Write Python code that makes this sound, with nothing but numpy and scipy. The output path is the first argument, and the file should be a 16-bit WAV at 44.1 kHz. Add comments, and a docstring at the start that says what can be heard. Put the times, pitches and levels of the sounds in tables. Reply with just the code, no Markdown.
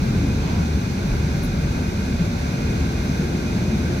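"""Inside a moving bus

The road forces the tyres and body into broadband roar and rumble; bumps excite soft jolts and knocks.
The engine hums at multiples of its firing rate, and a thin drivetrain whine climbs slowly.
Air hisses from a vent and whistles in narrow resonances; once there is a tiny high squeak and swish."""
import sys
import numpy as np
from scipy.fft import rfft, irfft, next_fast_len
from scipy.io import wavfile
from scipy.ndimage import map_coordinates

SR = 44100
rng = np.random.default_rng(int(sys.argv[2]) if len(sys.argv) > 2 else 0)


def store_pcm(level_fs):
    """Save levels as 16-bit WAV."""
    pcm = np.round(np.clip(level_fs, -1, 1) * 32767).astype(np.int16)
    wavfile.write(sys.argv[1], SR, np.atleast_2d(pcm).T)


N = 176400

# Noise spectra of body, tyres, roadside reflection, engine, vent and swish: frequency_hz, relative_db
RUMBLE_SPECTRUM = [(12, -38), (20, -17), (33, -17.5), (56, -4.5), (74, -2), (100, -2), (150, -1),
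                   (200, -1.5), (259, -6.5), (300, -11.5), (350, -14), (450, -16), (540, -26.5),
                   (900, -58.5)]
ROAR_SPECTRUM = [(150, -67), (350, -11.5), (480, -5), (590, -2.5), (770, -3.5), (1000, -8), (1300, -11),
                 (3000, -39)]
REFLECTION_SPECTRUM = [(250, -8), (550, -3), (950, 2.5), (1400, -11), (3000, -11.5), (6000, -20),
                       (9000, -45)]
DRONE_SPECTRUM = [(220, -35), (310, -1), (355, 8.5), (400, -4.5), (470, -4), (620, -13), (760, -7),
                  (1000, -45)]
AIR_SPECTRUM = [(400, -32), (900, -5), (1250, -8.5), (1400, 2.5), (1580, -0.5), (1750, -7.5), (1980, -5),
                (2140, -2.5), (2400, -0.5), (2600, -5), (3100, -11.5), (3550, -6), (4200, -6), (4850, -8.5),
                (5300, -8.5), (6100, -8), (6700, -11), (7600, -20), (9300, -24.5), (11200, -23.5),
                (13500, -29.5), (15600, -44)]
SWISH_SPECTRUM = [(7000, -40), (9000, -7), (10500, 0), (12500, -1), (13500, -3), (15500, -6)]
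# Likeness of the left and right signals: frequency_hz, correlation
RUMBLE_CORRELATION = [(30, 0.92), (160, 1), (250, 0.94), (340, 0.75), (450, 0.61), (700, .2)]
AIR_CORRELATION = [(700, 0.13), (1200, 0.14), (1550, 0.61), (2100, 0.3), (2800, 0.077), (4100, 0.48),
                   (4800, 0.13), (6000, 0.59), (7000, 0.28), (8100, 0.72), (9500, .05)]
# Roughness of the road: time_s, gain_db
ROUGHNESS = [(0, 1.5), (.16, 0), (.28, 1.2), (.44, 0), (.58, 1), (.9, -1.8), (1.15, 0.1), (1.7, -0.7),
             (2.17, -0.9), (2.27, 0), (2.33, -3), (2.5, -1.3), (2.7, 0), (3.3, -2), (3.45, 0), (3.7, -0.5),
             (4, 0)]
# Deep shudder of the body: time_s, level_db
SHUDDER_LEVEL = [(0, -32), (.55, -31), (.92, -62), (1.12, -22.5), (1.3, -43), (1.45, -29.5), (1.9, -36),
                 (2.1, -33), (2.42, -36), (3.2, -35), (4, -46)]
# Swells of body resonances: centre_s, level_db, pitch_hz, half_width_s
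BODY_JOLTS = [(0.088, -19, 125, 0.022), (0.196, -20.5, 88, 0.039), (0.246, -23.5, 245, 0.042),
              (0.56, -20, 77.9, 0.049), (0.756, -23, 75, 0.098), (1.162, -25.5, 82, 0.12),
              (1.65, -26, 75, 0.037), (2.024, -24, 72, .045), (2.154, -24, 245, 0.029),
              (2.213, -16.5, 164.8, 0.02), (2.825, -21, 78.24, 0.026), (3.282, -25.5, 140, 0.079),
              (3.67, -27.5, 210, 0.14)]
# Impacts on the body: start_s, level_db, pitch_hz
BODY_KNOCKS = [(0.304, -9.5, 115), (.572, -12, 205), (3.093, -10, 229), (3.111, -8.5, 151),
               (3.195, -8.5, 170)]
# Harmonics of the firing rate: multiple, level_db
ENGINE_ORDERS = [(2, -43), (3, -38.5), (4, -38), (5, -47), (6, -51)]
# Swell of the engine's hum and rough drone under load: time_s, gain_db
HUM_GAIN = [(0, -5.5), (1.3, -8.5), (2.5, -7), (2.8, -4), (3.25, 0.5), (3.7, -2), (4, 1)]
DRONE_GAIN = [(0, -5.5), (1.3, -11), (2.5, -8.5), (2.73, 0), (2.98, -2), (3.23, 4.5), (3.45, -2), (4, 1.5)]
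# Climb of the drivetrain whine: time_s, pitch_hz
WHINE_PITCH = [(0, 531), (.25, 535.5), (.5, 544.5), (.8, 551), (1.3, 559), (1.55, 567), (2, 577),
               (2.35, 578), (2.8, 592), (3.3, 597), (4, 609)]
# Strength of the whine: time_s, level_db
WHINE_STRENGTH = [(0, -48.5), (.9, -52), (1.5, -47), (2.1, -50.5), (2.8, -50), (3.3, -56), (3.7, -46),
                  (4, -52)]
# Balance of the vent noise: frequency_hz, left_minus_right_db
AIR_BALANCE = [(600, -7), (1200, -6.5), (1550, 4), (2000, -6), (2400, -2.5), (2700, -5.5), (3700, -2.5),
               (4800, -1.5), (5250, -1.5), (5900, 0.5), (6700, 4.5), (7800, 4.5), (9500, 6.5),
               (15000, 15.5)]
# Resonances of the duct: centre_hz, half_width_hz, level_db
DUCT_MODES = [(1560, 105, -48), (2140, 39, -55)]
# Swell of the whole vent and of its duct resonances: time_s, gain_db
VENT_GAIN = [(0, 0), (.5, -0.6), (.9, -0.4), (1.6, -0.5), (3, 0.27), (4, -0.1)]
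DUCT_GAIN = [(0, 1), (.9, -2), (1.35, 4.5), (2.2, 1), (3.05, 2.5), (3.6, -1.5), (4, 2)]

RUMBLE_DB, ROAR_DB, SHUDDER_HZ = -22, -38, 43.5
FIRING_HZ, DRONE_DB = 86.8, -37
BOOM_HZ, BOOM_DB = 74.03, -32.5
AIR_DB, AIR_LEAD_S = -36.5, 0.0004933
WHISTLE_HZ, WHISTLE_DB = 2467, -48.5


def road():
    """Forced vibration: body rumble and tyre roar follow the road's roughness, over a deep shudder."""
    rough_db = curve(ROUGHNESS)
    rumble = noise(RUMBLE_SPECTRUM, RUMBLE_CORRELATION, lead_s=0.00013)
    rumble *= amp(RUMBLE_DB + rough_db + 0.2 * wobble(12))
    rumble = pan_bands(rumble, [(70, 1), (170, 0.88), (250, -0.68), (350, -.9), (450, 0.26)])
    roar = noise(ROAR_SPECTRUM, [(400, 0.37), (900, 0.44)], lead_s=0.00037)
    roar *= amp(ROAR_DB + 0.24 * rough_db + .6 * wobble(7.57))
    shudder = tone(SHUDDER_HZ * (1 + 0.1 * wobble(21.34)), flutter_db=3, rate_hz=31)
    shudder *= amp(curve(SHUDDER_LEVEL))
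    return rumble + roar * pan(db=2) + shudder * pan(db=-1)


def jolts():
    """Resonance: each unevenness of the road briefly swells one low mode of the body."""
    t, out = np.arange(N) / SR, np.zeros(N)
    for centre_s, db, hz, half_width_s in BODY_JOLTS:
        swell = amp(db) * np.exp(-((t - centre_s) / half_width_s) ** 2)
        out += swell * tone(hz * (1 + 0.0807 * wobble(40)), flutter_db=3, rate_hz=30)
    return out * pan(db=.9)


def knocks(rise_s=0.0029, t60_s=0.051):
    """Damped free vibration: after a sharp bump the body rings for a few cycles."""
    out = np.zeros(N)
    for start_s, db, hz in BODY_KNOCKS:
        t = time_since(start_s)
        envelope = amp(db - 60 * t / t60_s) * np.minimum(t / rise_s, 1)
        out += envelope * np.sin(2 * np.pi * hz * t)
    return out * pan(db=2)


def engine():
    """Periodic firing gives a harmonic hum, joined by rough drone, cabin boom and drivetrain whine."""
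    firing_hz = FIRING_HZ * (1 + 0.0047 * wobble(7.01))
    hum = sum(amp(db) * tone(k * firing_hz, flutter_db=2, rate_hz=9.9) for k, db in ENGINE_ORDERS)
    drone = noise(DRONE_SPECTRUM, [(300, 0.56), (450, 0.98), (600, 0.076)], lead_s=0.00014)
    drone *= amp(DRONE_DB + curve(DRONE_GAIN))
    boom = amp(BOOM_DB) * tone(BOOM_HZ * (1 + 0.027 * wobble(12)), flutter_db=2, rate_hz=7.6)
    whine = tone(curve(WHINE_PITCH) * (1 + 0.00092 * wobble(15)), flutter_db=2, rate_hz=9)
    whine *= amp(curve(WHINE_STRENGTH))
    return hum * amp(curve(HUM_GAIN)) + drone + boom + whine * pan(db=7.5)


def vent():
    """Flow noise: air hisses, whirrs in the duct's resonances and whistles in one very narrow band."""
    hiss = noise(AIR_SPECTRUM, AIR_CORRELATION, AIR_LEAD_S)
    hiss = amp(AIR_DB) * unit(pan_bands(hiss, AIR_BALANCE))
    whirr = sum(amp(db) * resonance(hz, width, correlation=0.61) for hz, width, db in DUCT_MODES)
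    whirr = amp(curve(DUCT_GAIN)) * pan_bands(whirr, AIR_BALANCE)
    whistle = amp(WHISTLE_DB) * resonance(WHISTLE_HZ, half_width_hz=14, correlation=0.91)
    return amp(curve(VENT_GAIN) + 0.31 * wobble(12)) * (hiss + whirr + whistle)


def roadside_reflection(centre_s=0.503, half_width_s=0.12, level_db=-36.5):
    """Reflection: tyre noise thrown back from the roadside swells and fades once."""
    t = np.arange(N) / SR
    swell = amp(level_db) * np.exp(-((t - centre_s) / half_width_s) ** 2)
    return swell * noise(REFLECTION_SPECTRUM, [(400, .6), (900, .2)])


def swish(start_s=1.425, level_db=-46.5, rise_s=0.0063, hold_s=0.018, fall_s=0.017):
    """Amplitude modulation of high noise: one grainy swish over a faint, flickering rustle."""
    t = time_since(start_s)
    envelope = np.minimum(t / rise_s, 1) * np.exp(-np.maximum(t - rise_s - hold_s, 0) / fall_s)
    rustle = amp(-66 + 4 * wobble(28))
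    hiss = noise(SWISH_SPECTRUM, [(10000, .05)])
    burst = amp(level_db + wobble(200)) * envelope
    return hiss * (burst + rustle) * pan(db=8)


def squeak(start_s=1.429, level_db=-45.5, rise_s=0.0015, glide_s=0.007, fall_s=0.016):
    """Fast random modulation roughens a tiny tone that sags in pitch as it decays."""
    t = time_since(start_s)
    start_hz, end_hz = 12000, 10880
    hz = end_hz + (start_hz - end_hz) * np.exp(-t / glide_s)
    envelope = amp(level_db) * np.minimum(t / rise_s, 1) * np.exp(-t / fall_s)
    return envelope * tone(hz * (1 + .022 * wobble(1500)), flutter_db=5, rate_hz=500) * pan(db=6.5)


def noise(spectrum, correlation, lead_s=0):
    """Partly coherent stereo noise of rms 1; correlation holds (frequency_hz, correlation) points."""
    def mid_side_gains(hz):
        """The mid and side shares of the power set the correlation."""
        angle = np.arccos(np.clip(along(correlation, hz), -.999, .999)) / 2
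        return amp(along(spectrum, hz)) * [np.cos(angle), np.sin(angle)]

    mid, side = filtered(rng.standard_normal((2, N)), mid_side_gains)
    stereo = np.array([mid + side, mid - side])
    advance_s = np.array([[.5], [-.5]]) * lead_s  # the shared part reaches the left first
    return unit(filtered(stereo, lambda hz: np.exp(2j * np.pi * hz * advance_s)))


def resonance(centre_hz, half_width_hz, correlation):
    """A resonance selects one narrow band of white noise; stereo, rms 1."""
    white = noise([(1000, 0)], [(1000, correlation)], AIR_LEAD_S)
    return unit(filtered(white, lambda hz: 1 / (1 + ((hz - centre_hz) / half_width_hz) ** 2)))


def tone(hz, flutter_db, rate_hz):
    """Phase is the integral of frequency: a sine of rms 1 with unsteady level."""
    cycles = np.cumsum(hz) / SR + rng.random()
    return unit(np.sin(2 * np.pi * cycles) * amp(flutter_db * wobble(rate_hz)))


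def wobble(rate_hz):
    """A smooth curve through random values drawn at rate_hz."""
    knots = rng.standard_normal(int(N * rate_hz / SR) + 4)
    return map_coordinates(knots, [np.arange(N) * rate_hz / SR])


def filtered(x, response):
    """Linear filtering: the spectrum of x times a frequency response."""
    size = next_fast_len(N + SR // 2)
    return irfft(rfft(x, size) * response(np.fft.rfftfreq(size, 1 / SR)), size)[..., :N]


def pan(db):
    """Left and right gains for a level difference."""
    return amp(np.array([[.5], [-.5]]) * db)


def pan_bands(x, balance):
    """Pan each frequency by (frequency_hz, left_minus_right_db) points."""
    return filtered(x, lambda hz: pan(along(balance, hz)))


def along(points, hz):
    """Interpolate (frequency_hz, value) points on a log axis."""
    frequencies, values = np.transpose(points)
    return np.interp(np.log(hz + 1), np.log(frequencies + 1), values)


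def curve(points):
    """Interpolate (time_s, value) points at every sample."""
    return np.interp(np.arange(N) / SR, *np.transpose(points))


def time_since(start_s):
    """Seconds since an onset, zero before it."""
    return np.maximum(np.arange(N) / SR - start_s, 0)


def amp(db):
    """Decibels to gain."""
    return 10 ** (np.asarray(db) / 20)


def unit(x):
    """Scale to rms 1."""
    return x / np.sqrt(np.mean(x ** 2) + 1e-20)


def scene():
    """Superposition: the pressures of all sources add in the cabin."""
    return road() + roadside_reflection() + jolts() + knocks() + engine() + vent() + swish() + squeak()


def record(dry):
    """Band limiting: an ideal low-pass filter removes the highest treble."""
    return filtered(dry, lambda hz: hz < 15750)


dry = scene()
out = record(dry)
store_pcm(out)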